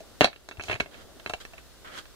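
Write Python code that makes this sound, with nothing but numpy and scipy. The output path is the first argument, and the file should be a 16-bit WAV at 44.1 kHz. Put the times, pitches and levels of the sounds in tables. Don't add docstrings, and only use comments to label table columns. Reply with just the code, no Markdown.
import sys
import numpy as np
from scipy import signal
from scipy.fft import rfft, irfft
from scipy.io import wavfile
from scipy.ndimage import uniform_filter1d

SR = 44100
rng = np.random.default_rng(int(sys.argv[2]) if len(sys.argv) > 2 else 0)


def generate_wav(sig):
    pcm = np.round(np.clip(np.atleast_2d(sig).T, -1, 1) * 32767).astype(np.int16)
    wavfile.write(sys.argv[1], SR, pcm)


N = 94815

# start_s, level_db, body_db, hollow_db, mid_db, bright_db, treble_db, chatter (0-1)
CATCH_SNAPS = [(.2089, -12.5, 4.5, 4.5, 2.5, 3.5, -1.5, 0.49), (.2155, -20, 14, 11, -0.5, 7, -9, 0.22),
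               (.2222, -29.5, 4.5, 7, 18, -1, -2, 0.66), (.2302, -25.5, 6, -6.5, 7.5, 10, -7, 0.9),
               (.2405, -26.5, 4, -6, 12, -8, 9, 0.5), (.2445, -15.5, 6.5, 8.5, 5, 12, 3.5, 0.51),
               (.2483, -22, 9, 13, 10, -13, 0, 0), (.2545, -26.5, 1, 1, 9, -4, -8, 0.47),
               (.273, -30.5, -7, 9, 4, -16, -5, 0.54)]
# start_s, level_db, body_db, hollow_db, mid_db, bright_db, treble_db
HINGE_SLIPS = [(.683, -35.5, 2.5, 0, 1, 1, -13), (0.6966, -27, 1.5, 1.5, 3, -1.5, -17),
               (0.713, -26, -8.5, -2.5, 0, -4, -16), (0.7167, -34, -13, 1, 12, 4, -6),
               (0.728, -24, -5, -4, -7, -11, -14), (0.741, -35.5, -14, -2, 1, 4, 0),
               (0.7525, -39, -42, 0, 12, 0, 0), (0.7586, -38, 7, 1, 5, 0, -4),
               (.801, -25, -2.5, -1.5, -5, 2, -2), (0.805, -23.5, 5, -2, 5.5, 2, -5)]
# start_s, level_db, body_db, hollow_db, mid_db, bright_db, treble_db
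LID_TICKS = [(.005, -50.5, 10, 15, -11, 4.5, 8), (.330, -41, -7, -6, 9, 2, -11),
             (0.361, -44.5, 4, -6, 5, 8, -8), (0.4882, -40, 1.5, 6, 10.5, 7, 8),
             (0.5121, -37.5, 2, -1.5, 12, 5.5, -5), (.571, -46.5, 1, 1, -2, 3, -4),
             (0.5967, -32, 0.5, -2, 10, -10.5, -6.5), (.610, -36, -1, 0, 0, 1.5, -7),
             (0.624, -50.5, -8, 6, -24, 16, 16.5), (0.6368, -40.5, -3, 4, 5, 11, 13.5),
             (.860, -40, 4.5, 0.5, 2, -12, -14), (0.943, -44.5, -22, -3, 2, 1, -6),
             (1.198, -49.5, -3, -1, 9.5, 6, 7), (1.2617, -28.5, -0.5, -6.5, 5, -6.5, -8.5),
             (1.274, -45, 9, 1, 9, 7, 8), (1.2961, -36, -15, -6, -16, 4.5, 7),
             (1.2985, -37.5, 5, 12.5, 13, -2, 9), (1.336, -30, -0.5, 9.5, 6, 4, 4),
             (1.4515, -42.5, 1, 0, 6.5, 1.5, 4), (1.535, -46.5, -9, 8.5, 4.5, -4, 2),
             (1.58, -42.5, -5, -2, -9, -12, -10), (2.055, -54, -1, 1, 14.5, 11, 0)]
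CONTACT_EQ_HZ = [350, 650, 1400, 2500, 4000, 7000]
# pitch_hz, level_db, t60_s, left_over_right_db, left_lead_rad
SHELL_MODES = [(419.6, -9.5, 0.026, 6.5, -0.13), (635.5, -6, 0.019, 6, -0.5), (686, -10.5, 0.02, 5, 1.7),
               (1014, -21.5, 0.004, 30, -8), (1390, -13, 0.022, -2, 1.33), (1668, -7.5, 0.014, -10, 1.35),
               (2213, 0.5, 0.032, -2.5, 3), (2601, 4.5, .016, -2.5, 4), (3168, -8, 0.0079, -11, 0.36),
               (3850, -11, 0.0088, -12.5, 1.43), (4400, -14.5, 0.012, -4.5, 4),
               (5600, -20.5, 0.011, 18, -5.5), (6400, -13, 0.0042, -7, 0.38)]
# freq_hz, gain_db
TICK_TONE = [(40, -31), (150, 1), (400, 7), (800, 5.5), (1500, -2.5), (3500, -1.5), (5000, -14.5),
             (8000, -9.5), (11000, -24.5), (16000, -36)]
# start_s, length_s, first_db, last_db, hiss_over_rub_db
RUB_STROKES = [(0.63, 0.048, -55.5, -53, 5), (.682, 0.047, -42, -37.5, -15), (0.798, 0.002, -40, -33, -12),
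               (0.911, .11, -54, -51.5, -9.5), (1.401, 0.012, -53, -44.5, -4),
               (1.577, 0.016, -52, -52.5, -17), (1.845, 0.14, -43.5, -51.5, -49),
               (1.916, 0.073, -62, -40, -5)]
# freq_hz, gain_db
RUB_TONE = [(100, -7), (550, 3), (850, -5), (1350, 6), (2000, 0), (2600, -6.5), (3200, -3), (3700, -11),
            (4300, -12), (5300, -18.5), (6800, -21.5), (10000, -28.5), (16000, -38)]
# freq_hz, left_over_right_db
RUB_PAN = [(500, -1), (1200, -0.5), (2400, -3), (4000, -11), (6500, 9), (12000, -0.5)]
# start_s, level_db, pitch_hz
HAND_BUMPS = [(0.242, -35, 40), (0.492, -49, 84), (0.582, -31.5, 88), (.645, -41, 90), (0.689, -30.5, 91.5),
              (0.711, -36, 100), (0.74, -30.5, 111), (0.798, -33, 109), (0.811, -32, 61),
              (1.028, -45, 87.4), (1.26, -41.5, 86), (1.296, -43, 97), (1.339, -36.5, 58)]
# time_s, level_db
SLEEVE_SWELL = [(0, -55), (.2, -57), (.44, -58.5), (.65, -51.5), (.85, -54), (.98, -51), (1.15, -54),
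                (1.4, -61.5), (1.7, -60), (2.15, -60.5)]
# freq_hz, gain_db
SLEEVE_TONE = [(60, -5.5), (180, -4.5), (300, -0.5), (650, -3.5), (1000, -13.5), (4000, -39), (16000, -49)]
# freq_hz, t60_s
ROOM_DECAY = [(150, 0.22), (600, 0.13), (2300, 0.21), (4200, 0.15), (12000, 0.08)]
# freq_hz, gain_db
ROOM_TONE = [(150, -13.5), (600, -11), (1500, -14.5), (2500, -19.5), (4000, -10), (12000, -8)]
# freq_hz, gain_db
AIR_TONE = [(12, -60), (20, 1.5), (63, -5), (172, -15.5), (590, -19.5), (660, -25), (1440, -20),
            (2320, -25.5), (3630, -21.5), (16000, -33.5)]
# freq_hz, correlation (-1 to 1)
STEREO_LIKENESS = [(30, -0.48), (100, -0.5), (400, 0.29), (1200, 0.98), (2500, -0.02), (16000, 0)]

TAPS = 8192
SNAP_T60_S, SLIP_T60_S, LID_T60_S = 0.051, 0.026, 0.027
SLIP_CHATTER, LID_CHATTER, CHATTER_DB = 0.88, 0.7, 4.5
TICK_DB, TICK_RIGHT_LAG_S = 2, .00008
GRIP_DETUNE, GRIP_SPREAD_DB, RISE_CYCLES = 0.03, 3, 1
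GRAINS_PER_S, GRAIN_SPREAD_DB, HISS_ABOVE_HZ = 10000, 1, 4550
STROKE_ATTACK_S, STROKE_RELEASE_S = 0.0021, 0.014
BUMP_RISE_S, BUMP_RIGHT_DB = 0.0059, -14
ROOM_PREDELAY_S = .005
AIR_DB, HUM_DB, HUM_HZ = -52.5, -65.5, 60
DUCK_ABOVE_DB, DUCK_SHARE, DUCK_LAG_S, RECOVER_DB_PER_S = -37, 0.32, 0.079, 46
CUTOFF_HZ = 15700


def contact(db, body_db, hollow_db, mid_db, bright_db, treble_db, chatter, chatter_t60_s):
    fade = amp(-60 * np.arange(TAPS) / SR / chatter_t60_s)
    grains = rng.standard_normal(TAPS) ** 3 * fade
    drive = chatter * amp(CHATTER_DB) * grains / np.linalg.norm(grains)
    drive[0] += np.sqrt(1 - chatter ** 2)
    eq = tone_filter(list(zip(CONTACT_EQ_HZ, [body_db, hollow_db, mid_db, 0, bright_db, treble_db])))
    sound = amp(db) * irfft(flattened(drive) * eq * shell_response())
    return sound + room(sound)


def flattened(drive):
    spectrum = rfft(drive)
    power = uniform_filter1d(abs(spectrum) ** 2, size=24)
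    excess_db = 10 * np.log10(power / power.mean() + 1e-9)
    return spectrum * tone_filter(np.c_[np.fft.rfftfreq(TAPS, 1 / SR), -excess_db])


def shell_response():
    t, hz = np.arange(TAPS) / SR, np.fft.rfftfreq(TAPS, 1 / SR)
    right = np.array([[0], [1]])
    lag = np.exp(-2j * np.pi * hz * TICK_RIGHT_LAG_S * right)
    out = amp(TICK_DB) * unit(irfft(tone_filter(TICK_TONE) * lag))
    for pitch_hz, db, t60, pan_db, lead in SHELL_MODES:
        shift, weight = rng.standard_normal(2)
        wave = np.cos(2 * np.pi * pitch_hz * (1 + GRIP_DETUNE * shift) * t - lead * right)
        envelope = amp(-60 * t / t60) * (1 - np.exp(-t * pitch_hz / RISE_CYCLES))
        out += amp(db + GRIP_SPREAD_DB * weight + (.5 - right) * pan_db) * unit(envelope * wave)
    energy = np.sum(out ** 2) / 2
    return rfft(out * np.sqrt(.005 * SR / energy))


def finger_rubs():
    t, hz = np.arange(N) / SR, np.fft.rfftfreq(N, 1 / SR)
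    size = amp(GRAIN_SPREAD_DB * np.minimum(rng.exponential(1, N), 4))
    catches = rng.random(N) < GRAINS_PER_S / SR
    tone = amp(curve_at(RUB_TONE, hz) + np.array([[.5], [-.5]]) * curve_at(RUB_PAN, hz))
    grains = rfft(size * catches * rng.standard_normal((2, N))) * tone
    highpass = 1 - np.exp(-(hz / HISS_ABOVE_HZ) ** 4)
    rub, hiss = unit(irfft(grains, N)), unit(irfft(grains * highpass, N))
    out = np.zeros((2, N))
    for start, length, first_db, last_db, hiss_db in RUB_STROKES:
        attack = np.clip((t - start) / STROKE_ATTACK_S, 0, 1)
        release = np.exp(-np.maximum(t - start - length, 0) / STROKE_RELEASE_S)
        ramp = amp(np.interp(t, [start, start + length], [first_db, last_db]))
        out += attack * release * ramp * (rub + amp(hiss_db) * hiss)
    return out


def hand_bumps():
    out, t = np.zeros((2, N)), np.arange(TAPS) / SR
    envelope = t / BUMP_RISE_S * np.exp(1 - t / BUMP_RISE_S)
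    for start, db, hz in HAND_BUMPS:
        swing = -envelope * np.sin(2 * np.pi * hz * t)
        add(out, start, amp([[db], [db + BUMP_RIGHT_DB]]) * swing)
    return out


def sleeves():
    swell_db = np.interp(np.arange(N) / SR, *np.transpose(SLEEVE_SWELL))
    return amp(swell_db) * stereo_noise(SLEEVE_TONE)


def room(sound):
    hz, t, noise = signal.stft(rng.standard_normal((2, TAPS)), SR, nperseg=256)
    fade = amp(-60 * t / curve_at(ROOM_DECAY, hz)[:, None])
    band_energy = np.mean(fade ** 2, axis=1, keepdims=True) * TAPS
    fade *= amp(curve_at(ROOM_TONE, hz))[:, None] / np.sqrt(band_energy)
    tail = signal.istft(noise * fade, SR, nperseg=256)[1]
    delayed = np.pad(tail, ((0, 0), (round(ROOM_PREDELAY_S * SR), 0)))
    return signal.fftconvolve(sound, delayed, axes=1)[:, :TAPS]


def air_and_hum():
    hum = np.sqrt(2) * np.sin(2 * np.pi * (HUM_HZ * np.arange(N) / SR + rng.random()))
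    return amp(AIR_DB) * stereo_noise(AIR_TONE) + amp(HUM_DB) * hum


def stereo_noise(tone):
    hz = np.fft.rfftfreq(N, 1 / SR)
    left, independent = rfft(rng.standard_normal((2, N)))
    likeness = np.clip(curve_at(STEREO_LIKENESS, hz), -1, 1)
    right = likeness * left + np.sqrt(1 - likeness ** 2) * independent
    return unit(irfft(np.array([left, right]) * amp(curve_at(tone, hz)), N))


def tone_filter(tone):
    log_gain = np.log(amp(curve_at(tone, abs(np.fft.fftfreq(TAPS, 1 / SR)))))
    return np.exp(np.conj(signal.hilbert(log_gain)))[:TAPS // 2 + 1]


def curve_at(points, hz):
    point_hz, value = np.transpose(points)
    return np.interp(np.log(hz + 1), np.log(point_hz + 1), value)


def amp(db):
    return 10 ** (np.asarray(db) / 20)


def unit(x):
    return x / np.sqrt(np.mean(x ** 2) + 1e-20)


def add(mix, start_s, sound):
    part = mix[:, max(round(start_s * SR), 0):][:, :sound.shape[1]]
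    part += sound[:, :part.shape[1]]


def scene():
    mix = air_and_hum() + hand_bumps() + finger_rubs() + sleeves()
    for start, *snap in CATCH_SNAPS:
        add(mix, start, contact(*snap, SNAP_T60_S))
    for start, *slip in HINGE_SLIPS:
        add(mix, start, contact(*slip, SLIP_CHATTER, SLIP_T60_S))
    for start, *tick in LID_TICKS:
        add(mix, start, contact(*tick, LID_CHATTER, LID_T60_S))
    return mix


def record(dry):
    pole = np.exp(-1 / (DUCK_LAG_S * SR))
    smoothing = [1 - pole], [1, -pole]
    power_db = 10 * np.log10(signal.lfilter(*smoothing, (dry ** 2).mean(0)) + 1e-12)
    fall_db = np.arange(N) / SR * RECOVER_DB_PER_S
    held_db = np.maximum.accumulate(power_db + fall_db) - fall_db
    over_db = np.maximum(held_db - DUCK_ABOVE_DB, 0)
    ducked = dry * amp(-DUCK_SHARE * signal.lfilter(*smoothing, over_db))
    lowpass = signal.firwin(301, CUTOFF_HZ, window=("kaiser", 8), fs=SR)
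    return signal.oaconvolve(np.clip(ducked, -1, 1), lowpass[None], "same")


dry = scene()
out = record(dry)
generate_wav(out)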